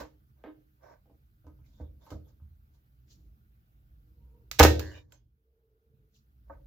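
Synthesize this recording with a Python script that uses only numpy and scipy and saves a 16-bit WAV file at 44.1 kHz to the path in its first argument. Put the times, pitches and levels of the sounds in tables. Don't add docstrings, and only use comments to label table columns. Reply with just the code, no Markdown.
import sys
import numpy as np
from scipy import signal
from scipy.io import wavfile
from scipy.ndimage import uniform_filter1d

SR = 44100
rng = np.random.default_rng(int(sys.argv[2]) if len(sys.argv) > 2 else 0)


def makeup_ratio(level_db):
    decades = np.asarray(level_db, float) / 20
    return 10 ** decades


def digitize_waveform(pressure):
    field = np.atleast_2d(pressure).T
    bounded = np.clip(field, -1, 1)
    quanta = np.round(bounded * 32767).astype(np.int16)
    wavfile.write(sys.argv[1], SR, quanta)


N = 294044
T = np.arange(N) / SR

# [t/s, wood level/dB, hardness/dB, metal click level/dB, chatter/s]
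SHOT_CONTACTS = [(4.5136, -56.5, 8, -37.5, 0.0041), (4.5885, -40.5, 2, -40, 0.0061),
                 (4.5929, -31.5, 5, -19.5, 0.0089), (4.598, -16.5, 6, -20.5, 0.00045),
                 (4.6015, -9.5, -5.5, -29, 0.0029), (4.608, -17.5, 5.5, -36, 0.0019),
                 (4.63, -22, 1.5, -18.5, 0.013), (4.636, -19, -5.5, -22.5, 0.0017),
                 (4.645, -17.5, -18, -30, 0.025), (4.65, -17.5, -3, -31, 0.00066),
                 (4.7944, -51.5, 5, -40, 0.0042), (4.804, -48, 7, -56, 0.0015),
                 (5.122, -91, 20, -62, 0.0033)]
# [t/s, level/dB]
BLOW = [
    (4.598, -8),
]
# [f/Hz, level/dB, t60/s]
BLADE_MODES = [
    (12700, -45, .16),
]
# [t/s, level/dB]
SPRING_LEVEL = [
    (4.8, -68),
    (4.815, -47),
    (4.89, -49.5),
    (4.95, -53.5),
    (5.0, -74),
]
# [t/s, level/dB, hardness (high over low modes)/dB]
HANDLING_KNOCKS = [(0.003, -30.5, -7), (0.439, -30.5, -12), (0.461, -34.5, -9.5), (1.057, -52.5, -25),
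                   (1.097, -46, -29), (1.443, -51, -11.5), (1.467, -42, -12), (1.589, -63, -5.5),
                   (1.8, -33.5, -28), (2.066, -55, 7), (2.104, -42.5, 1.5), (2.116, -30.5, -24),
                   (2.136, -40, -37), (2.269, -54.5, -14), (2.399, -63.5, -1.5), (6.5, -44, -34),
                   (6.558, -52.5, -30)]
# [t/s, level/dB]
HANDLING_THUMPS = [(0.003, -58), (1.442, -44), (1.466, -42), (1.59, -43.5), (1.802, -28.5), (2.104, -56),
                   (2.114, -29.5), (2.134, -25.5), (2.271, -49), (2.418, -34), (2.508, -44), (6.494, -51.5),
                   (6.56, -63)]
# [t/s, level/dB]
HANDLING_TICKS = [(0.003, -39.5), (0.437, -64), (1.467, -63), (1.663, -66.5), (2.064, -57), (2.092, -68),
                  (2.1047, -43), (2.115, -59), (3.081, -65)]
# [f/Hz, density/(dB per Hz)]
CLICK_SPECTRUM = [(710, -39), (1200, -14), (1530, -4.5), (1860, -14), (2010, -10), (3290, -12),
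                  (5700, -11.5), (6360, -12.5), (7330, -15), (9030, -30), (14800, -13), (16000, -28.5),
                  (16500, -60.5)]
# [f/Hz, level/dB, t60/s]
BENCH_MODES = [(77.6, 5, 0.62), (57.37, -20.5, 1), (88.6, -10, 1), (113.8, -7, 0.81), (130.93, -5.5, 0.52),
               (160, -16, 0.81), (205.7, -5.5, 0.59)]
# [f/Hz, level/dB, t60/s]
BLOCK_MODES = [(243.1, -15.5, .2), (284, -15, 0.15), (306.5, -2, 0.33), (337, -9, .2), (418, -1.5, 0.1),
               (465, -6, 0.26), (499.8, -3, .25), (555.9, 2, 0.3), (608.7, -1, 0.049), (636, -8, .15),
               (694.4, -15, 0.11), (904.2, -6, 0.11), (1007, -1, 0.15), (1057, 2.5, .1), (1226, -3, 0.078),
               (1262, -1.5, .12), (1329, -4.5, .1), (1534, 7.5, 0.12), (1700, -8.5, .1), (1830, -9, 0.049),
               (2040, -5.5, .12), (2300, -15, .08), (2837, -10, 0.24), (3067, -8, 0.036),
               (3700, -13.5, 0.094)]
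# [t/s, level/dB, chatter/s]
FINGER_TAPS = [
    (6.4985, -50.5, 0.0054),
    (6.504, -59, 0.015),
    (6.52, -70, 0.013),
]
# [f/Hz, level/dB, t60/s]
FREE_BLOCK_MODES = [(560, 4, 0.08), (663, 1.5, 0.051), (912, 3, 0.037), (1105, -0.5, 0.035),
                    (1254, -1.5, 0.049), (1569, 2.5, 0.05), (1743, -14, .04)]
# [t/s, hold/s, wood drag level/dB, skin and plastic rustle level/dB]
STROKES = [(0.0, 0.01, -35.5, -54.5), (.385, 0.057, -71.5, -95), (0.836, .098, -51.5, -78.5),
           (1.48, .003, -62, -97), (1.66, 0.13, -80, -80), (1.812, 0.0033, -55.5, -79),
           (2.024, 0.076, -63, -75.5), (2.118, 0.0027, -51.5, -64), (2.29, 0.0038, -67.5, -76),
           (2.75, .003, -73, -79), (3.108, 0.024, -80, -64), (3.18, 0.096, -93, -88),
           (4.82, .003, -48.5, -59.5), (4.852, 0.13, -54.5, -64.5), (5.128, 0.017, -61.5, -72.5),
           (6.152, .022, -89, -70.5), (6.485, .01, -71, -89), (6.53, 0.0037, -52, -87)]
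# [f/Hz, width/Hz, level/dB]
DRAG_MODES = [(281, 43, -16.5), (583, 87, -3.5), (937, 37, -8), (1130, 40, -11), (1523, 34, -11.5),
              (2180, 230, -11)]
# [f/Hz, density/(dB per Hz)]
RUSTLE_SPECTRUM = [(1060, -38), (1800, -11), (2050, -14), (3000, -4), (4200, 1.5), (7290, -1), (8060, -24),
                   (8440, -36), (11700, -9.5), (16000, -15)]
# [start t/s, end t/s, f/Hz, width/Hz, level/dB]
SQUEAK_BANDS = [(0.827, 0.984, 5600, 304, -81), (1.732, 1.935, 3570, 400, -82),
                (2.01, 2.112, 3560, 400, -78.5), (2.038, 2.11, 11900, 676, -71.5),
                (2.24, 2.33, 11840, 596, -78), (2.245, 2.324, 3450, 400, -83),
                (4.854, 4.942, 4370, 412, -61.5), (4.908, 5.04, 2910, 259, -64),
                (4.94, 5.05, 2388, 160, -65), (4.94, 5.051, 3700, 200, -68), (5.122, 5.22, 6320, 250, -73),
                (5.123, 5.175, 7340, 302, -61), (1.638, 1.723, 2300, 400, -81),
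                (6.158, 6.192, 2897, 405, -65.5)]
# [f/Hz, t60/s]
ROOM_DECAY = [(100, .5), (300, 0.55), (1000, 0.19), (4000, .32), (8000, 0.24), (15000, 0.22)]
# [t/s, level/dB]
LEAN_LEVEL = [(0.0, -53), (0.1, -65), (.7, -68.5), (1.04, -65), (1.38, -66.5), (1.78, -59.5), (2.56, -65),
              (2.79, -64.5), (3.02, -65.5), (3.2, -56), (3.45, -64.5), (4.17, -61), (5.24, -54.5),
              (5.47, -69), (5.82, -69.5), (5.91, -60), (6.19, -65.5), (6.67, -61)]
# [f/Hz, density/(dB per Hz)]
RUMBLE_SPECTRUM = [(12, -51.5), (20, -30), (37, -9), (60, 4.5), (86, -17.5), (125, -7), (176, -25.5),
                   (213, -17), (244, -31), (315, -24.5), (362, -38.5), (408, -32), (460, -39.5), (626, -42),
                   (1200, -51), (1560, -82), (2640, -120)]
# [f/Hz, density/(dB per Hz)]
HISS_SPECTRUM = [(410, -38), (700, -4.5), (767, -0.5), (875, -2.5), (1480, 1.5), (1690, -4.5), (2030, -6),
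                 (4770, -11.5), (8620, -19.5), (15000, -1.5), (16200, -14.5)]
# [f/Hz, likeness/1]
STEREO_LIKENESS = [(60, 1), (150, 0.87), (380, 1), (950, -0.98), (2380, -0.28), (5980, 0.19),
                   (15000, -0.017)]
# [t/s, hold/s, level/dB, octave level/dB, f/Hz]
FAN_WHINE = [
    (4.26, .12, -74, -81.5, 471.8),
    (5.5, 0.54, -77.5, -110, 444),
]

LOW_MODES = 10
PRESSED_S, PRESSED_TOP_HZ = 1.3, 1390
TURN_RAD_PER_DB = 0.15
REBOUND_S = 4.66
SPRING_HZ, SPRING_TAPS_PER_S = 1747, 103
KNOCK_CHATTER_S, TICK_CHATTER_S = 0.029, 0.016
RUB_RISE_DB_PER_S, RUB_FALL_DB_PER_S = 635, 348
HISS_DB = -79.5
DUCK_DB, DUCK_HOLD_S, RECOVER_DB_PER_S = 11.5, 0.69, 9
WHINE_RISE_DB_PER_S, WHINE_FALL_DB_PER_S = 89, 75
MIC_LOW_HZ, RIGHT_LEAN_DB = 48, 1.37


def shot():
    knocks = [(s, db, hard, length) for s, db, hard, click, length in SHOT_CONTACTS]
    ticks = [(s, click, length) for s, db, hard, click, length in SHOT_CONTACTS]
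    return hits(knocks, BLOW, ticks, firm=0.76, held=0.79, choked=False, deep_db=3, low_db=-13,
                high_db=-14.5, crowd_db=-6.5, bench_db=1, click_db=29.0)


def hits(knocks, thumps, ticks, firm, held, choked, deep_db, low_db, high_db, crowd_db, bench_db, click_db):
    block = [(hz, db + deep_db * (hz < 320), held * min(t60, 140 / hz)) for hz, db, t60 in BLOCK_MODES]
    dull = chatter(knocks, column=1, firm=firm)
    hard_knocks = [(s, db + hard, length) for s, db, hard, length in knocks]
    sharp = chatter(hard_knocks, column=1, firm=firm)

    low_board = ring(dull, crowd(365, 800, 0.25 * held, count=25), 2.2)
    low = ring(dull, block[:LOW_MODES], 2.5) + makeup_ratio(crowd_db - 7) * low_board
    high_board = ring(sharp, crowd(750, 4600, 0.23 * held, count=60), 6.0)
    high = ring(sharp, block[LOW_MODES:], 1.9) + makeup_ratio(crowd_db) * high_board
    high = np.where(choked, band(high, 820, PRESSED_TOP_HZ), band(high, 700, 3800))
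    wood = makeup_ratio(low_db) * band(low, 240, 1100) + makeup_ratio(high_db) * high

    push = np.zeros(N)
    push[[round(s * SR) for s, db in thumps]] = makeup_ratio([db for s, db in thumps])
    bench_modes = [(hz, db, held * t60) for hz, db, t60 in BENCH_MODES]
    bench = ring(soften(push, contact_s=0.002), bench_modes, 0.45)

    click = np.array([colour(chatter(ticks, column=1, firm=0.34), CLICK_SPECTRUM) * makeup_ratio(db)
                      for db in (-3.5, 0)])
    return wood + makeup_ratio(bench_db) * band(bench, 65, 600) + makeup_ratio(click_db) * click


def driver():
    return ring(chatter([(REBOUND_S, 0, 0.015)], column=1, firm=0.38), BLADE_MODES, 1.5)


def spring():
    wobble = 0.035 * evened(uniform_filter1d(rng.standard_normal(N), size=3000))
    turns = np.maximum.accumulate(np.floor(T * SPRING_TAPS_PER_S + 0.82 + wobble))
    uneven = makeup_ratio(0.73 * rng.standard_normal(N))
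    taps = np.diff(turns, prepend=0) * curve(SPRING_LEVEL, column=1) * uneven
    return band(ring(taps, [(SPRING_HZ, 9, 0.009)], 1.5), 1500, 2050)


def handling():
    knocks = [(*row, KNOCK_CHATTER_S) for row in HANDLING_KNOCKS]
    ticks = [(*row, TICK_CHATTER_S) for row in HANDLING_TICKS]
    return hits(knocks, HANDLING_THUMPS, ticks, firm=0.49, held=0.53, choked=T > PRESSED_S, deep_db=12,
                low_db=-21, high_db=-17.0, crowd_db=-11.5, bench_db=-4.5, click_db=15)


def tap():
    return band(ring(chatter(FINGER_TAPS, column=1, firm=0.94), FREE_BLOCK_MODES, 5.0), 507, 1510)


def rubs():
    drag = swells(STROKES, 2, RUB_RISE_DB_PER_S, RUB_FALL_DB_PER_S)
    rustle = swells(STROKES, 3, RUB_RISE_DB_PER_S, RUB_FALL_DB_PER_S)
    drag, rustle = uniform_filter1d(drag, size=300), uniform_filter1d(rustle, size=300)
    slip_size = rng.standard_normal(N) * makeup_ratio(0.25 * rng.exponential(1, N))
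    slips = slip_size * (rng.random(N) < 0.15)
    modes = [(hz, db + 20 * np.log10(width) / 2, 1.4 / width) for hz, width, db in DRAG_MODES]
    wood = band(evened(ring(slips, modes, 10.8)), 242, 1690)
    return makeup_ratio(-5.0) * drag * wood + makeup_ratio(-1.0) * rustle * noise(RUSTLE_SPECTRUM, size=256, patchy_db=2.0)


def squeaks():
    out = np.zeros((2, N))
    for start, end, hz, width, db in SQUEAK_BANDS:
        gate = np.clip(np.minimum((T - start) / 0.0042, (end - T) / 0.059), 0, 1) ** 2
        edges_hz = [hz - width / 2, hz + width / 2]
        resonance = signal.butter(2, edges_hz, "bandpass", fs=SR, output="sos")
        out += makeup_ratio(db) * gate * evened(signal.sosfilt(resonance, rng.standard_normal((2, N))))
    return out


def room(x):
    taps = np.zeros((2, SR))
    at = np.arange(200, SR - 20, 20) + rng.integers(0, 20, (2, (SR - 201) // 20))
    np.put_along_axis(taps, at, rng.choice([-1., 1.], at.shape), axis=1)
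    hz, t, z = signal.stft(taps, SR, nperseg=256)
    decay = makeup_ratio(-60 * t / read(ROOM_DECAY, hz)[:, None])
    tail = signal.istft(z * decay, SR, nperseg=256)[1]
    tail = signal.lfilter(*signal.butter(2, 250, "high", fs=SR), tail)
    return signal.fftconvolve(x, tail / np.linalg.norm(tail[0]), axes=1)[:, :N]


def background():
    since = T - BLOW[0][0]
    drop_db = np.clip(DUCK_DB - RECOVER_DB_PER_S * (since - DUCK_HOLD_S), 0, DUCK_DB)
    duck = makeup_ratio((since > 0) * -drop_db)
    rumble = curve(LEAN_LEVEL, column=1) * makeup_ratio(5.0) * noise(RUMBLE_SPECTRUM, size=4096, patchy_db=2.0)
    hiss = makeup_ratio(HISS_DB) * noise(HISS_SPECTRUM, size=512, patchy_db=1.83)
    air = rng.standard_normal((2, N))
    whine = np.zeros((2, N))
    for k in (1, 2):
        for row in FAN_WHINE:
            tone = evened(ring(air[k - 1], [(k * row[-1], 0, 0.12)], 1.5))
            whine += tone * swells([row], k + 1, k * WHINE_RISE_DB_PER_S, k * WHINE_FALL_DB_PER_S)
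    return duck * (rumble + hiss) + whine


def chatter(rows, column, firm):
    out, t = np.zeros(N), np.arange(2500) / SR
    for row, patter in zip(rows, rng.standard_normal((len(rows), len(t)))):
        force = patter * np.exp(-t / max(row[-1], 1e-4))
        force /= np.linalg.norm(force)
        force[0] += firm
        part = out[round(row[0] * SR):][:len(t)]
        part += makeup_ratio(row[column]) * force[:len(part)]
    return out


def soften(x, contact_s):
    r = np.exp(-1 / (contact_s * SR))
    return signal.lfilter([(1 - r) ** 2], [1, -2 * r, r ** 2], x)


def ring(x, modes, spread_db):
    t = np.arange(SR // 2) / SR
    body = np.zeros((2, len(t)))
    for (hz, db, t60), lean in zip(modes, rng.uniform(-1, 1, len(modes))):
        side_db = spread_db * lean * np.array([[1], [-1]])
        wave = np.sin(2 * np.pi * hz * t + TURN_RAD_PER_DB * side_db)
        body += makeup_ratio(db - 60 * t / t60 + side_db) * wave
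    return signal.oaconvolve(x[None], body, axes=1)[:, :N]


def crowd(low_hz, high_hz, t60, count):
    hz = np.geomspace(low_hz, high_hz, count) * rng.uniform(0.97, 1.03, count)
    level_db = 4 * rng.standard_normal(count) - 4.1 * np.log2(hz / low_hz)
    return [(f, db, t60 * (low_hz / f) ** 0.2) for f, db in zip(hz, level_db)]


def band(x, low_hz, high_hz):
    return signal.sosfilt(signal.butter(3, [low_hz, high_hz], "bandpass", fs=SR, output="sos"), x)


def colour(x, points):
    level_db = np.maximum(read(points, abs(np.fft.fftfreq(4096, 1 / SR))), -90)
    taps = np.fft.ifft(np.exp(np.conj(signal.hilbert(np.log(makeup_ratio(level_db)))))).real[:1024]
    return signal.oaconvolve(x, taps / np.linalg.norm(taps))[:N]


def noise(points, size, patchy_db):
    frames, hz = 4 * N // size + 6, np.fft.rfftfreq(size, 1 / SR)
    a, b, c, d, patches = rng.standard_normal((frames, len(hz), 5)).T
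    patches = evened(uniform_filter1d(uniform_filter1d(patches, size=6, axis=0), size=8, axis=1))
    same = np.clip(read(STEREO_LIKENESS, hz), -1, 1)[:, None]
    left = a + 1j * b
    right = same * left + np.sqrt(1 - same ** 2) * (c + 1j * d)
    z = np.array([left, right]) * makeup_ratio(read(points, hz)[:, None] + patchy_db * patches)
    return evened(signal.istft(z, nperseg=size, noverlap=size * 3 // 4)[1][:, :N])


def swells(rows, column, rise, fall):
    total = 0
    for row in rows:
        before_s = np.maximum(row[0] - T, 0)
        after_s = np.maximum(T - row[0] - row[1], 0)
        total = total + makeup_ratio(row[column] - rise * before_s - fall * after_s)
    return total


def curve(rows, column):
    rows = np.array(rows)
    return makeup_ratio(np.interp(T, rows[:, 0], rows[:, column], left=-200, right=-200))


def read(points, hz):
    f, value = np.transpose(points)
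    return np.interp(np.log(hz + 1), np.log(f + 1), value)


def evened(x):
    return x / np.sqrt(np.mean(x ** 2) + 1e-20)


def scene():
    near = handling() + shot() + tap() + driver() + spring()
    return near + makeup_ratio(-7.5) * room(near) + rubs() + squeaks() + background()


def roll_off(x):
    return signal.sosfilt(signal.butter(12, 16820, fs=SR, output="sos"), x)


def record(dry):
    heard = signal.sosfilt(signal.butter(4, MIC_LOW_HZ, "high", fs=SR, output="sos"), dry)
    heard = heard * makeup_ratio(RIGHT_LEAN_DB * np.array([[-0.5], [0.5]]))
    return roll_off(1.225 * np.tanh(heard / 1.186))


dry = scene()
out = record(dry)
digitize_waveform(out)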